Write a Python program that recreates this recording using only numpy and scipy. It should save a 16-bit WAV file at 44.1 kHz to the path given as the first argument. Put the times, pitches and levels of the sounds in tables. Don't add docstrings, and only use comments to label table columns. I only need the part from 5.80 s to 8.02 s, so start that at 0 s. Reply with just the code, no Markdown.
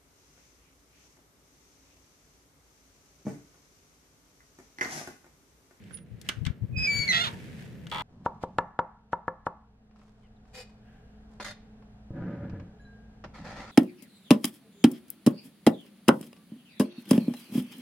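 import sys
import numpy as np
from scipy import signal
from scipy.fft import rfft, irfft, next_fast_len
from scipy.io import wavfile
from scipy.ndimage import uniform_filter1d

SR = 44100
rng = np.random.default_rng(int(sys.argv[2]) if len(sys.argv) > 2 else 0)


def master(y):
    cut = np.clip(np.atleast_2d(y).T, -1, 1)
    pcm = np.round(cut * 32767)
    wavfile.write(sys.argv[1], SR, pcm.astype(np.int16))


N = 97990

# (frequency [Hz], gain [dB])
STREET_SPECTRUM = [(20, -55), (60, -8.5), (110, -1), (190, 0), (300, -13.5), (480, -15.5), (800, -31),
                   (1500, -37.5), (2300, -42.5), (4000, -54.5), (8000, -56.5), (15000, -50)]
# (time [s], level [dB])
STREET_SWELL = [(0, -49), (0.28, -50.5), (0.9, -47), (1.1, -43.5), (1.4, -41.5), (1.6, -42), (1.85, -44),
                (1.98, -43.5), (2.22, -45)]
# (time [s], level [dB])
KEY_RUB_LEVEL = [(0, -64), (0.06, -61), (0.13, -59), (0.19, -72), (0.24, -71.5), (0.42, -65.5),
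                 (0.47, -53.5), (0.55, -58.5), (0.62, -64), (0.75, -69.5)]
HINGE_RUB_LEVEL = [(0.94, -108), (0.98, -52.5), (1.05, -46.5), (1.15, -44.5), (1.26, -46), (1.35, -40.5),
                   (1.47, -42.5), (1.52, -51.5), (1.62, -55), (1.72, -56.5), (1.83, -54.5), (1.92, -63),
                   (2.05, -66.5), (2.22, -71)]
# (frequency [Hz], gain [dB])
RUB_SPECTRUM = [(100, -33), (450, 4.5), (800, -1), (1150, -6.5), (1700, 6.5), (2600, 2), (4200, -6),
                (6000, -9.5), (10000, -14.5), (15000, -22.5)]
# (time [s], level [dB], left over right [dB], treble tilt [dB/octave], bolt ring [dB])
LOCK_CLICKS = [(0.039, -59, 3, 4, -17), (0.108, -49.5, -11, -10, -20), (0.142, -53, -6, 1, -34),
               (0.172, -51.5, 1, 2, -15), (0.187, -54.5, -5, -2, -5), (0.414, -46, 6, 9, -9),
               (0.488, -31, 20, 7, -33), (0.4896, -23.5, -9, 1.5, 6.5), (0.4935, -28.5, -0.5, -5.5, -20),
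               (0.6518, -40.5, 19, 1, -12.5), (0.6635, -38, -14.5, -1.5, -16.5), (0.666, -33, 2, -1, -23),
               (0.67, -44, 1, -7.5, -19), (2.069, -43.5, 2, 0, -0.5), (2.099, -51, 6, 6, -22)]
# (frequency [Hz], gain [dB])
CRACK_SPECTRUM = [(100, -8), (400, -9), (900, -10.5), (1500, 6.5), (2400, -2), (3000, 6), (4200, -1.5),
                  (8000, -10), (14000, -27), (16000, -23)]
# (frequency [Hz], gain [dB], T60 [s])
CASE_RING = [(1330, -25, 0.11), (1547, -21.5, 0.1), (1690, -19.5, 0.078), (2070, -11.5, 0.088),
             (2310, -20, 0.11)]
BOLT_RING = [(2750, -10.5, 0.03), (2930, 2, 0.02), (3180, -12.5, 0.027), (5400, -33, 0.18),
             (6220, -30.5, 0.15)]
# (frequency [Hz], T60 [s])
YARD_DECAY = [(200, 0.47), (800, 0.31), (2200, 0.2), (6000, 0.097), (14000, 0.098)]
# (time [s], pitch [Hz], level [dB])
BOLT_CHIRP = [(0.118, 9789, -80), (0.138, 9699, -45.5), (0.15, 9652, -39.5), (0.172, 9646, -52),
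              (0.2, 9643, -65), (0.23, 9645, -66), (0.25, 9645, -87), (0.319, 9645, -87)]
# (time [s], half-width [s], left level [dB], right level [dB])
AIR_PUFFS = [(0.345, 0.043, -37, -57), (0.582, 0.013, -28.5, -62), (0.629, 0.02, -24.5, -50),
             (0.678, 0.016, -20.5, -63), (0.707, 0.01, -21, -46), (0.837, 0.024, -22.5, -35.5),
             (0.924, 0.042, -30.5, -37.5), (0.977, 0.019, -27, -38), (1.017, 0.049, -32.5, -30.5),
             (1.159, 0.02, -31, -46), (1.199, .012, -25, -58), (1.477, 0.011, -34.5, -50)]
# (frequency [Hz], gain [dB])
PUFF_SPECTRUM = [(20, -47), (50, -19.5), (80, -2.5), (120, -2), (170, -11.5), (260, -18.5), (450, -44),
                 (1000, -54), (4000, -77)]
# (time [s], pitch [Hz], gains of harmonics 1, 2, 3 [dB],
# left over right of harmonic 1 [dB], left over right of the others [dB])
SQUEAL_STEPS = [
    [(0.93, 2514, -63, -99, -99, -25, 2.0), (0.956, 2485, -49.5, -100, -107, -31, 3.0),
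     (0.966, 2510, -34, -50, -103, -27, 2.8), (0.978, 2520, -37.5, -38.5, -57, -8.5, 2.6),
     (1.012, 2533, -30.5, -40.5, -63, 1, 16), (1.054, 2516, -29.5, -29.5, -64, -3, 3.5),
     (1.066, 2465, -31, -31.5, -71, 5, 1.2)],
    [(1.074, 2328, -25, -45, -51, -7.5, 25), (1.11, 2297, -28.5, -37.5, -48.5, 8, -17),
     (1.176, 2280, -34, -34, -46, 9, 15), (1.22, 2250, -31.5, -31, -45, 11, 3),
     (1.258, 2236, -36.5, -40, -55.5, 0.0, -8), (1.268, 2250, -38, -75, -66, -20, 8),
     (1.28, 2200, -29, -28.5, -48, 14, 10)],
    [(1.29, 2076, -24.5, -28, -45, -27, -4), (1.298, 2063, -25, -29, -35, 5, 1),
     (1.314, 1993, -23, -27.5, -36.5, -17, 6), (1.322, 1992, -35, -28.5, -47, -18, -8)],
]
SQUEAL_OVERTONES = [-16, -21, -20]
# (time [s], slip rate [Hz], level before the ringing [dB])
JUDDER_STROKE = [(1.316, 164, -29), (1.326, 171, -27.5), (1.345, 173, -25.5), (1.376, 171, -28),
                 (1.395, 210, -33), (1.41, 130, -44)]
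GROAN_STROKE = [(1.32, 662, -31.5), (1.38, 682, -27.5), (1.396, 682.8, -30), (1.42, 719.3, -24),
                (1.432, 712.4, -33.5), (1.444, 633.3, -26.5), (1.456, 589.2, -33), (1.472, 473.5, -33),
                (1.486, 448.6, -38), (1.505, 450, -84)]
# (frequency [Hz], gain [dB])
JUDDER_BODY = [(200, -38), (550, -36), (720, -8), (1050, -38.5), (1400, -7), (1720, -8.5), (1900, 7),
               (2070, 2.5), (2300, -11), (2600, -0.5), (3000, -8), (3300, 4.5), (4400, -6), (4900, -12),
               (6600, -19), (8500, -64), (15000, -78)]
GROAN_BODY = [(300, -20.5), (700, -14), (950, -5.5), (1400, -5.5), (2050, -6.5), (2700, -5), (3450, 4),
              (4300, -6), (5000, -15.5), (7200, -20), (8500, -28.5), (15000, -70)]
# (time [s], level [dB])
CREAK_SLIPS = [(2.1142, -35.5), (2.1238, -36.5), (2.135, -40), (2.145, -35), (2.158, -37), (2.1711, -38.5),
               (2.182, -36), (2.195, -38.5), (2.2063, -37)]
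# (frequency [Hz], gain [dB])
LEAF_SPECTRUM = [(150, -18), (450, -14), (680, -21), (900, 10.5), (1300, -5.5), (1600, -8), (2100, -1),
                 (3400, -4), (4400, -12), (5200, -35), (8000, -27), (15000, -55)]
# (frequency [Hz], gain [dB], T60 [s])
LEAF_RING = [(888, -6.5, 0.18), (986.5, -10, 0.094), (1083, -8, 0.068), (1272, -5, 0.053),
             (2010, -14, 0.098), (2700, -36, 0.035), (2870, -27, 0.044), (3120, -1, 0.018),
             (3320, -4, 0.038), (4130, -18, 0.034)]

STREET_LIKENESS, RUB_LIKENESS, KNOCK_LIKENESS = 0.67, 0.2, 0.4
HINGE_LEAD_S = .00044
BAND_LIMIT_HZ = 15550
T = np.arange(N) / SR


def amp(db):
    return 10 ** (np.asarray(db) / 20)


def unit(x):
    return x / np.sqrt(np.mean(x ** 2) + 1e-20)


def decay(t, t60_s, db=0):
    return amp(db - 60 * t / t60_s)


def read(points, hz):
    f, value = np.transpose(points)
    return np.interp(np.log(hz + 1), np.log(f), value)


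def level(points):
    return amp(np.interp(T, *np.transpose(points)))


def pan(db):
    left = amp(np.atleast_1d(db))
    return 2 * np.array([left, np.ones_like(left)]) / (1 + left)


def add(mix, s, sound):
    part = mix[:, max(round(s * SR), 0):][:, :sound.shape[1]]
    part += sound[:, :part.shape[1]]


def noise(likeness, size):
    a, b = rng.standard_normal((2, size))
    return np.array([a, likeness * a + np.sqrt(1 - likeness ** 2) * b])


def colour(x, spectrum, tilt_db=0):
    hz = abs(np.fft.fftfreq(4096, 1 / SR))
    octaves = np.log2(np.clip(hz, 1000, 12000) / 3000)
    log_gain = np.log(amp(read(spectrum, hz) + tilt_db * octaves))
    minimum_phase = np.exp(np.conj(signal.hilbert(log_gain)))
    taps = np.fft.ifft(minimum_phase).real[:2048]
    return signal.fftconvolve(x, taps[None], axes=1)[:, :x.shape[1]]


def hiss(spectrum, likeness, size, tilt_db=0):
    return unit(colour(noise(likeness, size), spectrum, tilt_db))


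def waver(size):
    return unit(uniform_filter1d(uniform_filter1d(rng.standard_normal(size), size=120), size=120))


def ring(modes, t):
    return sum(decay(t, t60, db) * np.sin(2 * np.pi * hz * t + rng.uniform(-1, 1, (2, 1)))
               for hz, db, t60 in modes)


def street_rumble():
    return hiss(STREET_SPECTRUM, STREET_LIKENESS, N) * level(STREET_SWELL)


def rubbing(grain_db=1.5):
    grains = noise(RUB_LIKENESS, N) * amp(grain_db * waver(N))
    return unit(colour(grains, RUB_SPECTRUM)) * (level(KEY_RUB_LEVEL) + level(HINGE_RUB_LEVEL))


def lock_clicks():
    out, t = np.zeros((2, N)), np.arange(SR // 4) / SR
    for s, db, pan_db, tilt_db, bolt_db in LOCK_CLICKS:
        hit = hiss(CRACK_SPECTRUM, KNOCK_LIKENESS, len(t)) * decay(t, t60_s=0.029)
        hit += ring(CASE_RING, t) + amp(bolt_db) * ring(BOLT_RING, t)
        tail = hiss(CRACK_SPECTRUM, KNOCK_LIKENESS, len(t), tilt_db=-3.5) * decay(t, t60_s=0.21, db=-18)
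        hit = colour(hit + tail, [(1, 0), (SR, 0)], tilt_db)
        attack_rms = np.std(hit[:, :SR // 300])
        add(out, s, amp(db) * pan(pan_db) * hit / attack_rms)
    return out


def yard_echoes(x):
    taps = rng.standard_normal((2, SR // 2)) * (rng.random((2, SR // 2)) < .08)
    taps[:, :SR // 250] = 0
    hz, t, bands = signal.stft(taps, SR, nperseg=256)
    tail = signal.istft(bands * decay(t, read(YARD_DECAY, hz)[:, None]), SR, nperseg=256)[1]
    return signal.fftconvolve(x, tail / np.linalg.norm(tail[0]), axes=1)[:, :N]


def bolt_chirp(pan_db=-12):
    s, hz, db = np.transpose(BOLT_CHIRP)
    envelope = amp(np.interp(T, s, db, left=-200, right=-200))
    cycles = np.cumsum(np.interp(T, s, hz)) / SR
    return np.sqrt(2) * envelope * np.sin(2 * np.pi * cycles) * pan(pan_db)


def air_puffs(port_top_hz=115.1, turbulence_db=-0.5):
    out = np.zeros((2, N))
    turbulence = amp(turbulence_db) * hiss(PUFF_SPECTRUM, likeness=0, size=N)
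    for s, half_width, left_db, right_db in AIR_PUFFS:
        swell = np.exp(-2 * ((T - s) / half_width) ** 2)
        port_hz = port_top_hz * rng.uniform(0.77, 1.0, (2, 1))
        tone = np.sin(2 * np.pi * (port_hz * T + rng.random((2, 1))))
        puff = (turbulence + tone) * swell
        puff *= np.linalg.norm(swell) / np.linalg.norm(puff, axis=1, keepdims=True)
        out += amp([[left_db], [right_db]]) * puff
    return out


def hinge_cycles(hz, jitter):
    cycles = np.cumsum(hz * (1 + jitter * waver(len(hz)))) / SR
    return cycles + np.array([[HINGE_LEAD_S], [0]]) * hz


def hinge_squeal(fade_s=.006, gain_db=0.5):
    out = np.zeros((2, N))
    for step in SQUEAL_STEPS:
        s, *columns = np.transpose(step)
        hz, db1, db2, db3, pan1, pan_upper = [np.interp(T, s, c) for c in columns]
        fade = np.clip(1 + np.minimum(T - s[0], s[-1] - T) / fade_s, 0, 1)
        cycles = hinge_cycles(hz, jitter=.0015)
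        harmonics_db = [db1, db2, db3] + [db3 + d for d in SQUEAL_OVERTONES]
        for k, db in enumerate(harmonics_db, 1):
            out += fade * amp(db) * pan(pan1 if k == 1 else pan_upper) * np.sin(2 * np.pi * k * cycles)
    return np.sqrt(2) * amp(gain_db) * out


def disperse(x, delay_s):
    size = next_fast_len(x.shape[1] + SR // 10)
    delay = delay_s * 1000 / np.maximum(np.fft.rfftfreq(size, 1 / SR), 700)
    lag_cycles = np.cumsum(delay) * SR / size
    return irfft(rfft(x, size) * np.exp(-2j * np.pi * lag_cycles), size)[:, :x.shape[1]]


def stick_slip(stroke, body, jitter, grit_start, grit_end, pan_db=-4):
    s, rate, db = np.transpose(stroke)
    t = np.arange(s[0], s[-1], 1 / SR)
    hz = np.interp(t, s, rate)
    cycles = hinge_cycles(hz, jitter)
    slips = unit(sum(np.cos(2 * np.pi * k * cycles) for k in range(1, int(BAND_LIMIT_HZ / hz.max()))))
    grit = unit(np.exp(-(cycles % 1) / 0.47) * noise(RUB_LIKENESS, len(t)))
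    grit_share = np.interp(t, [s.mean(), s[-2]], [grit_start, grit_end])
    friction = np.sqrt(1 - grit_share ** 2) * slips + grit_share * grit
    sound = unit(disperse(colour(friction, body), delay_s=.005))
    return s[0], sound * amp(np.interp(t, s, db)) * pan(pan_db)


def resonance(x, hz, width_hz, db):
    return amp(db) * signal.lfilter(*signal.iirpeak(hz, hz / width_hz, SR), x)


def judder_and_groan():
    out = np.zeros((2, N))
    add(out, *stick_slip(JUDDER_STROKE, JUDDER_BODY, jitter=.005, grit_start=.1, grit_end=.1))
    out += resonance(out, hz=1990, width_hz=110, db=-2.5)
    add(out, *stick_slip(GROAN_STROKE, GROAN_BODY, jitter=.01, grit_start=.1, grit_end=.55))
    return out + resonance(out, hz=899, width_hz=44, db=14.5)


def last_creak():
    out, t = np.zeros((2, N)), np.arange(SR // 8) / SR
    wood = hiss(LEAF_SPECTRUM, KNOCK_LIKENESS, len(t)) * decay(t, t60_s=0.051, db=0.5)
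    knock = disperse(wood + ring(LEAF_RING, t), delay_s=.0065)
    knock /= np.std(knock[:, :SR // 100])
    for s, db in CREAK_SLIPS:
        grit = hiss(RUB_SPECTRUM, RUB_LIKENESS, len(t), tilt_db=-3) * decay(t, t60_s=.06, db=-3)
        add(out, s, amp(db) * (knock + grit))
    return out


def scene():
    lock = lock_clicks() + bolt_chirp()
    squeal = hinge_squeal()
    creaks = judder_and_groan() + last_creak()
    echoes = yard_echoes(amp(-15.5) * lock + amp(-7.5) * squeal + amp(-11) * creaks)
    return lock + squeal + creaks + echoes + rubbing() + street_rumble() + air_puffs()


def record(dry):
    lowpass = signal.firwin(511, BAND_LIMIT_HZ, window=("kaiser", 9), fs=SR)
    return signal.oaconvolve(dry, lowpass[None], "same")


dry = scene()
out = record(dry)
master(out)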